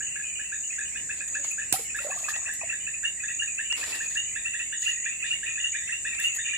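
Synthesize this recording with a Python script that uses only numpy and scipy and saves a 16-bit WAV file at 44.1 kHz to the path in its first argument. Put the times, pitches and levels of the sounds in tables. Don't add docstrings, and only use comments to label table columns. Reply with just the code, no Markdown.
import sys
import numpy as np
from scipy import signal
from scipy.fft import rfft, irfft, next_fast_len
from scipy.io import wavfile

SR = 44100
rng = np.random.default_rng(int(sys.argv[2]) if len(sys.argv) > 2 else 0)


def unload_audio(sound):
    columns = np.transpose(np.atleast_2d(sound))
    steps = np.round(np.clip(columns, -1, 1) * 32767)
    wavfile.write(sys.argv[1], SR, steps.astype(np.int16))


def elevation(decibels):
    levels = np.asarray(decibels, float)
    return 10 ** (levels / 20)


N = 289737
TIME = np.arange(N) / SR


def level(x, db):
    return x * elevation(db) / np.sqrt(np.mean(x ** 2))


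def colour(x, points):
    size = next_fast_len(x.shape[-1])
    hz = np.maximum(np.arange(size // 2 + 1) * SR / size, 1)
    f, db = np.transpose(points)
    gain = elevation(np.interp(np.log(hz), np.log(f), db))
    return irfft(rfft(x, size) * gain, size)[..., :x.shape[-1]]


def band(x, lo_hz, hi_hz):
    return signal.sosfilt(signal.butter(3, [lo_hz, hi_hz], "band", fs=SR, output="sos"), x)


def walk(rate):
    knots = 1.1 * rng.standard_normal(int(N / SR * rate) + 2)
    return np.interp(TIME * rate, np.arange(len(knots)), knots)


def wide(alike):
    mid, side = rng.standard_normal((2, N))
    return np.sqrt(1 + alike) * mid + np.sqrt(1 - alike) * side * np.array([[1], [-1]])


def add(out, s, sound, pan_db):
    i = max(int(s * SR), 0)
    n = min(len(sound), N - i)
    out[:, i:i + n] += sound[:n] * elevation(np.array([[pan_db], [-pan_db]]) / 2)


def late_left(x, count=5):
    return np.array([np.roll(x[0], count), x[1]])


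def forest(x, t60, wet_db, alike=0.):
    t = np.arange(int(.5 * SR)) / SR
    build_up = np.minimum(t / 0.0093, 1)
    tail = wide(np.clip(alike, 0, 1))[:, :len(t)] * elevation(-60 * t / t60) * build_up
    tail = tail / np.linalg.norm(tail, axis=1)[:, None]
    size = next_fast_len(N + len(t))
    echo = irfft(rfft(x.mean(axis=0), size) * rfft(tail, size), size)[:, :N]
    return x + elevation(wet_db) * echo


# (pitch [Hz], level [dB])
KATYDID_COLOUR = [(3590, -46.5), (6100, -23), (6680, -2.5), (6810, 2), (7170, 4), (7380, 1), (8210, 1),
                  (8380, -6), (8800, -19), (9010, -30), (9200, -75), (12000, -95), (20200, -120)]


def katydids(count=3):
    out = 0.65 * late_left(wide(0.23), count=2)
    for rate, side in zip(rng.uniform(110, 330, 2 * count), np.arange(2 * count) % 2):
        teeth = (np.cumsum(rate * (1 + 0.065 * walk(15))) / SR) % 1
        out[side] += np.exp(-teeth / 0.28) * rng.standard_normal(N) * elevation(2.5 * walk(5.1))
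    song = level(colour(out, KATYDID_COLOUR), -34.5) * elevation(np.array([[-.6], [.6]]))
    overtone = band(band(out, 12400, 15100), 12400, 15100)
    return song + level(overtone, -63.5)


# (pitch [Hz], level [dB])
AIR_COLOUR = [(21, -46), (35, -6), (50, 0), (92, -2.5), (300, -11), (1140, -21.5), (1420, -25.5),
              (1760, -6.5), (2230, -9.5), (2710, -5), (2950, -20), (3280, -40), (3600, -26), (4400, -22),
              (6000, -25.5)]


def air():
    rumble = wide(.8) * elevation(1.2 * walk(2.96))
    return level(colour(rumble, [*AIR_COLOUR, (7800, -54), (SR / 2, -120)]), -52.5)


# (first stroke [s], end [s], level [dB])
NEAR_PHRASES = [(0.003, 0.089, -35), (0.519, 0.853, -35.5), (1.285, 1.62, -34), (2.069, 2.434, -36),
                (3.235, 3.56, -35.5), (3.997, 4.345, -34.5), (4.7817, 5.106, -34), (5.5, 5.82, -34),
                (6.236, 6.567, -34.5)]


def near_cricket():
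    out = np.zeros((2, N))
    effort = elevation(2.5 * walk(60))
    rate, hz, sag = 44.4, 6781, 0.068
    for start, end, db in NEAR_PHRASES:
        length = int(np.round((end - start) * rate + .5) / rate * SR)
        t = np.arange(length) / SR
        stroke = (t * rate) % 1
        loudness = np.interp(stroke, [0, .1, .4, .52, .64, 1], [0, 1.0, 0.79, 1.0, 0.17, 0.099])
        pitch = hz * (1 - sag * (stroke - .35) + .0028 * walk(44)[:len(t)])
        tone = np.sin(2 * np.pi * np.cumsum(pitch) / SR)
        add(out, start - 0.38 / rate, elevation(db + 4.0) * loudness * tone, .6)
    return out * effort


def chirper(phrases, duty, wobble):
    out = np.zeros(N)
    pace = 1 + wobble * walk(6)
    waver = 1 + 0.00394 * walk(40)
    for start, end, hz, rate, db in phrases:
        part = slice(int(start * SR), int(end * SR))
        stroke = (np.cumsum(rate * pace[part]) / SR) % 1
        pulse = np.sin(np.pi * np.minimum(stroke / duty, 1)) ** 2
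        tone = np.sin(2 * np.pi * np.cumsum(hz * waver[part]) / SR)
        edge = np.clip(np.minimum(TIME[part] - start, end - TIME[part]) / 0.06, 0, 1)
        out[part] = edge * level(pulse * tone, db)
    return out


# (start [s], end [s], pitch [Hz], stroke rate [1/s], level [dB])
ANSWER_PHRASES = [(.08, .5, 6940, 66, -43), (.93, 1.26, 6930, 71, -45), (1.82, 2.1, 7030, 72, -46.5),
                  (2.62, 3.2, 7020, 61, -42), (3.56, 3.96, 7050, 62, -42), (4.38, 4.78, 7040, 81, -44),
                  (5.18, 5.5, 7030, 62, -45), (5.93, 6.25, 7040, 75, -46)]


def answering_cricket():
    return chirper(ANSWER_PHRASES, 0.93, 0.029) * elevation(np.array([[-1.1], [1.1]]))


# (start [s], end [s], pitch [Hz], stroke rate [1/s], level [dB])
FAR_PHRASES = [(.62, 1.12, 5720, 90.6, -58.5), (1.56, 2.0, 5440, 90, -57.5), (2.1, 2.62, 5740, 90, -55.5),
               (5.56, 6.12, 5750, 90, -59)]


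def far_cricket():
    song = chirper(FAR_PHRASES, 0.66, 0.089) * elevation(3.3 * walk(14))
    return forest(song * np.ones((2, 1)), 0.66, 11.6) * elevation(-12.5)


def crickets():
    return forest(near_cricket() + answering_cricket() + far_cricket(), 0.24, -3.5)


def frog_calls(calls, hz, bend, climb_hz_s=0.):
    s, db = np.transpose(calls)
    return np.c_[s, db, hz + bend * (db + 33) + climb_hz_s * (s - N / SR / 2)]


def frog(calls, voice, low, high, rise, length, crest, throb=0.59):
    out = np.zeros((2, N))
    for (s, db, hz), luck in zip(calls, rng.standard_normal((len(calls), 3))):
        span = length * elevation(0.38 * (db + 33) + .8 * luck[0])
        t = np.arange(int(span * SR)) / SR
        sweep = high - (high - low) * np.exp(-t / (rise * span))
        phase = 2 * np.pi * np.cumsum(hz * sweep) / SR
        tone = sum(elevation(d) * np.sin(k * phase) for k, d in voice)
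        flutter = 1 + throb * np.sin(2 * np.pi * 110 * elevation(2.47 * luck[1]) * t + 3 * luck[1])
        loudness = np.sin(np.pi / 2 * np.interp(t / span, [0, crest, 1], [0, 1, 0])) ** 1.55
        add(out, s - crest * span, elevation(db) * loudness * flutter * tone, 1.7 * luck[2] - 1.6)
    return out


def far_echo(x):
    return elevation(-11.5) * forest(x, 0.36, 12.7)


def with_late_echo(calls):
    return np.r_[calls, calls + [0.013, -5, 58]]


# (multiple of pitch, level [dB])
LOW_TONE = [
    (1, 1),
    (1.5, -13),
]
# (multiple of pitch, level [dB])
LOW_UPPER_TONE = [
    (2.005, -18),
]
# (time [s], level [dB])
DEEP_CALLS = [(.012, -34.5), (.163, -34), (.2, -35), (.399, -34.5), (.529, -31.5), (.79, -30.5),
              (.819, -36.5), (.962, -35), (1.099, -31.5), (1.213, -35.5), (1.358, -29.5), (1.589, -30),
              (1.627, -35), (1.953, -30), (2.117, -36), (2.29, -30), (2.497, -30.5), (2.734, -31.5),
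              (2.879, -34.5), (3.042, -29), (3.241, -31), (3.425, -30), (3.599, -29), (4.012, -30),
              (4.365, -30.5), (4.733, -30), (5.437, -31), (5.754, -29.5), (6.058, -28), (6.394, -30)]
# (time [s], level [dB])
RIVAL_CALLS = [(.448, -43), (.732, -42.5), (1.764, -40.5), (1.999, -39), (2.017, -36.5), (2.134, -37),
               (2.349, -37), (2.36, -37), (2.458, -40), (2.476, -35), (2.677, -41.5), (2.695, -40.5),
               (2.711, -34.5), (3.198, -42), (3.292, -35.5), (3.304, -33.5), (3.726, -36.5), (3.834, -31),
               (3.922, -38.5), (3.949, -32.5), (4.116, -38), (4.163, -29.5), (4.455, -41), (4.472, -35),
               (4.55, -30), (4.599, -35), (4.612, -36), (4.828, -37), (4.883, -31), (5.066, -29),
               (5.249, -31.5), (5.335, -36), (5.483, -35), (5.584, -31.5), (5.627, -37), (5.661, -36),
               (5.827, -37), (5.898, -31), (5.942, -36.5), (6.202, -30.5), (6.468, -35.5), (6.486, -36.5),
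               (6.539, -31)]


def low_frogs():
    low = np.r_[frog_calls(DEEP_CALLS, 1751, -2.5, 20.5), frog_calls(RIVAL_CALLS, 1829, -7)]
    near = frog(with_late_echo(low), LOW_TONE, 0.81, 1.1, 0.4064, .024, 0.41, throb=0.26)
    near = forest(near, 0.28, -5, alike=0.52)
    pouch = low * [1, 1, 0] + [0, 0, 1758]
    overtone = frog(pouch, LOW_UPPER_TONE, .92, 1.12, 0.587, .03, .45)
    overtone = overtone * elevation(-5.0 + 1.73 * TIME + 5.1 * walk(200))
    return late_left(near, count=3) * elevation(0.52) + far_echo(overtone)


# (multiple of pitch, level [dB])
HIGH_TONE = [
    (0.97, 1.5),
    (.5, -27),
]
# (time [s], level [dB])
FIRST_NOTES = [(.164, -44.5), (.301, -43), (.4, -41), (.553, -43.5), (.709, -35.5), (.817, -37.5),
               (.961, -37), (1.209, -35.5), (1.517, -33.5), (1.905, -36), (2.249, -34), (2.616, -35),
               (2.947, -35), (3.208, -36.5), (3.484, -33), (3.819, -33), (4.067, -35), (5.232, -30),
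               (5.512, -37), (5.562, -33.5), (6.136, -34.5)]
# (time [s], level [dB])
MIDDLE_NOTES = [(1.111, -33), (1.35, -33.5), (1.623, -35.5), (1.729, -34.5), (1.993, -32), (2.112, -35),
                (2.343, -31.5), (2.468, -31.5), (2.703, -29.5), (2.874, -32.5), (3.289, -32.5),
                (3.588, -31.5), (3.759, -36.5), (3.933, -31.5), (4.357, -36), (4.463, -28), (4.541, -33),
                (4.606, -31), (4.922, -36.5), (5.067, -35.5), (5.469, -33), (5.882, -35), (5.931, -28),
                (6.052, -38), (6.078, -34), (6.1, -38.5), (6.19, -32.5), (6.215, -32), (6.3, -35.5),
                (6.34, -37.5), (6.469, -35), (6.5, -34.5)]
# (time [s], level [dB])
TOP_NOTES = [(.029, -41.5), (.07, -40), (.359, -38.5), (.641, -40), (.858, -40), (.976, -39), (3.056, -26),
             (3.402, -28.5), (3.714, -26), (4.178, -27), (4.873, -25), (5.269, -35.5), (5.317, -26),
             (5.604, -33), (5.648, -26), (5.684, -42.5), (6.249, -25), (6.262, -29), (6.54, -32)]


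def high_frog():
    high = np.r_[frog_calls(FIRST_NOTES, 2619, 7.9),
                 frog_calls(MIDDLE_NOTES, 2683, 8.7, 12.5),
                 frog_calls(TOP_NOTES, 2903, -5.5)]
    near = frog(high, HIGH_TONE, .91, 1.1, 0.763, .018, .66, throb=0.16)
    return late_left(forest(near, 0.19, 0.26)) * elevation(3.46)


# (time [s], low kind level [dB], high kind level [dB])
FAR_CHORUS = [
    (0.0, -54.5, -47.5),
    (1.502, -55, -56),
    (6.57, -49.5, -43.5),
]


def far_frogs():
    out = np.zeros((2, N))
    s, low_db, high_db = np.transpose(FAR_CHORUS)
    for voice, hz, db in ((LOW_TONE, 2020, low_db), (HIGH_TONE, 2780, high_db)):
        when, size, pitch = rng.random((120, 3)).T
        when = when * N / SR
        calls = np.c_[when, np.interp(when, s, db) + 15 - 9 * size, hz * (.88 + .22 * pitch)]
        out += frog(calls, voice, .9, 1.07, 0.591, .026, .55)
    return far_echo(out)


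# (time [s], pitch [Hz], level [dB])
LINE_HUM = [
    (1.13, 590, -67),
    (1.21, 560, -58),
    (1.26, 564, -70),
    (1.33, 540, -64),
    (1.4, 570, -53),
    (1.48, 545, -64),
]


def line():
    s, hz, db = np.transpose(LINE_HUM)
    phase = 2 * np.pi * np.cumsum(np.interp(TIME, s, hz)) / SR
    gate = np.clip(np.minimum(TIME - s[0], s[-1] - TIME) / 0.018, 0, 1)
    loudness = elevation(np.interp(TIME, s, db) - 1.5 + 3.8 * walk(25.7))
    return gate * loudness * (np.sin(phase) + 0.5 * np.sin(phase / 2))


# (time [s], treble peak [dB], middle over treble [dB], 60 dB fade
# [s])
HARD_KNOCKS = [
    (1.7251, -17.5, -15, 0.024),
    (1.7264, -6.5, -26.5, 0.011),
    (1.4, -53, -8, 0.014),
               (1.1433, -44, -8, 0.047), (1.284, -34, -8, 0.017), (1.4466, -34.5, -4.5, 0.069),
               (1.5117, -29, -30, 0.064), (1.7263, -12.5, -16, 0.11), (1.793, -35.5, -6.5, 0.097),
               (1.9674, -32, -17, 0.1), (2.0514, -42, -14, 0.06), (2.15, -46, -3, 0.052),
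               (2.1867, -33, -9, 0.066), (2.2236, -36, -10, 0.089), (2.2884, -30.5, -7.5, 0.084),
               (2.3614, -45.5, 9.5, 0.04), (2.536, -26.5, -27, 0.05), (3.7268, -55.5, 24.5, 0.015),
               (3.7787, -56, 20, .02), (3.84, -54, 21, .02), (3.9348, -66, 10, .02), (4.098, -55, -8, 0.05),
               (4.6149, -48, -7, 0.05), (6.1489, -52, 9, 0.06), (6.1997, -24, -26, 0.062),
               (6.346, -39, -14, 0.06), (6.363, -27, -17, 0.054)]


def ticks():
    treble, middle = np.zeros((2, 2, N))
    t = np.arange(int(.15 * SR)) / SR
    for s, db, middle_db, t60 in HARD_KNOCKS:
        crack = 0.5 * np.exp(-t / 0.00024)
        tail = 0.25 * elevation(-60 * t / max(t60, .01))
        burst = 1.6 * (t == 0) + rng.standard_normal(len(t)) * (crack + tail)
        add(treble, s, elevation(db + 7.5) * burst, -8)
        add(middle, s, elevation(db + middle_db + 16.0) * burst, -7)
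    return late_left(band(treble, 6600, 15700) + band(middle, 660, 6300))


def swell(start, length, rise, hold, fade_db):
    share = (TIME - start) / length
    edge = np.clip(np.minimum(share / rise, (1 - share) * length / 0.016), 0, 1)
    return edge * elevation(fade_db * np.clip((share - hold) / (1 - hold), 0, 1))


def grains(gains):
    size_db = 2.3 * np.minimum(rng.exponential(size=N), 6) + 2.85 * walk(45)
    noise = wide(0.17) * elevation(size_db)
    ranges = ((8650, 12940, 5.5), (2460, 5320, 8.2), (226, 2500, 1.2))
    return sum(g * level(band(noise, lo, hi), db) for g, (lo, hi, db) in zip(gains, ranges))


# (start [s], length [s], treble [dB], middle [dB], low [dB])
MOVEMENTS = [(1.15, 0.11, -68, -59.5, -61.5), (1.275, 0.23, -73, -63, -58), (1.43, 0.19, -61, -63.5, -66),
             (3.749, 0.33, -50, -50, -47.5), (4.088, 0.11, -63, -60, -61), (4.582, 0.073, -67, -74, -82),
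             (4.79, 0.18, -56, -55.5, -67), (5.25, 0.11, -97, -58.5, -80)]


def rustle():
    return grains(sum(elevation(np.c_[db]) * swell(s, length, 0.16, 0.54, -11)
                      for s, length, *db in MOVEMENTS))


# (time [s], peak [dB], pitch [Hz], 60 dB fade [s])
BUBBLE_RINGS = [(1.449, -49, 550, 0.073), (1.727, -37.5, 120, 0.094), (1.726, -22, 294, 0.015),
                (1.74, -21.5, 782, 0.046), (1.759, -35, 1350, 0.056), (1.794, -34, 490, 0.044),
                (1.809, -43, 447, 0.044), (1.988, -28.5, 1440, 0.042), (2.002, -45.5, 576, 0.086),
                (2.048, -34, 588.5, 0.17), (2.067, -32, 613, 0.07), (2.089, -37.5, 537, 0.07),
                (2.1, -33, 758, 0.056), (2.119, -32.5, 1150, 0.041), (2.139, -49, 970, 0.044),
                (2.163, -38, 720, 0.035), (2.174, -35.5, 1210, 0.042), (2.204, -48, 1120, 0.05),
                (2.229, -57, 1140, 0.056), (2.258, -47, 1200, 0.065), (2.285, -23.5, 1240, 0.023),
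                (2.364, -36.5, 790, 0.014), (2.365, -34, 1250, 0.016), (2.615, -28, 1150, 0.011),
                (2.617, -32, 850, 0.017), (2.626, -35.5, 1006, .025), (2.634, -33.5, 680, 0.062)]
# (start [s], end [s], lowest pitch [Hz], highest pitch [Hz], peak [dB])
DROPLET_PATTER = (2, 2.5, 650, 1806, -46.5)


def water(count=90):
    out = np.zeros((2, N))
    t = np.arange(int(.2 * SR)) / SR
    start, end, lo_hz, hi_hz, top_db = DROPLET_PATTER
    when, size, pitch = rng.random((count, 3)).T
    patter = np.c_[start + (end - start) * when, top_db + 2.5 - 9 * size,
                   lo_hz * (hi_hz / lo_hz) ** pitch, .03 + .03 * size]
    for s, db, hz, t60 in [*BUBBLE_RINGS, *patter]:
        ring = np.sin(2 * np.pi * np.cumsum(hz * (.94 + 5 * t)) / SR) * np.minimum(t / 0.0026, 1)
        add(out, s - .001, elevation(db + 3.0 - 60 * t / max(t60, .01)) * ring, -3.5)
    return late_left(forest(out, 0.28, -10.0))


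# (start [s], length [s], treble [dB], step to each lower range [dB])
SPLASHES = [
    (1.725, 0.16, -33.5, -12.5),
    (1.974, 0.39, -51, -6),
    (2.157, 0.36, -56, -5),
    (2.287, 0.095, -47.5, -3.5),
    (2.541, 0.07, -49, -11),
    (6.213, 0.15, -48.5, -9),
    (6.346, 0.056, -41.5, -14),
]


def spray():
    return grains(sum(elevation(db + step_db * np.c_[0:3]) * swell(s, length, 0.092, 0.092, -25)
                      for s, length, db, step_db in SPLASHES))


def scene():
    wildlife = katydids() + crickets() + low_frogs() + high_frog() + far_frogs()
    fishing = line() + ticks() + rustle() + water() + spray()
    return wildlife + air() + fishing


def top_cut(x):
    return signal.sosfilt(signal.butter(12, 16400, fs=SR, output="sos"), x)


# (pitch [Hz], level [dB])
TREBLE_COLOUR = [(20, 0), (8600, 0), (9100, -7), (10400, 4), (11800, -19), (12800, 2.5), (14300, -3),
                 (15300, -14)]


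def record(dry):
    heard = colour(np.clip(dry, -1.1, 1.1), [*TREBLE_COLOUR, (16500, -63.0)])
    return top_cut(np.clip(heard, -1, 1))


dry = scene()
out = record(dry)
unload_audio(out)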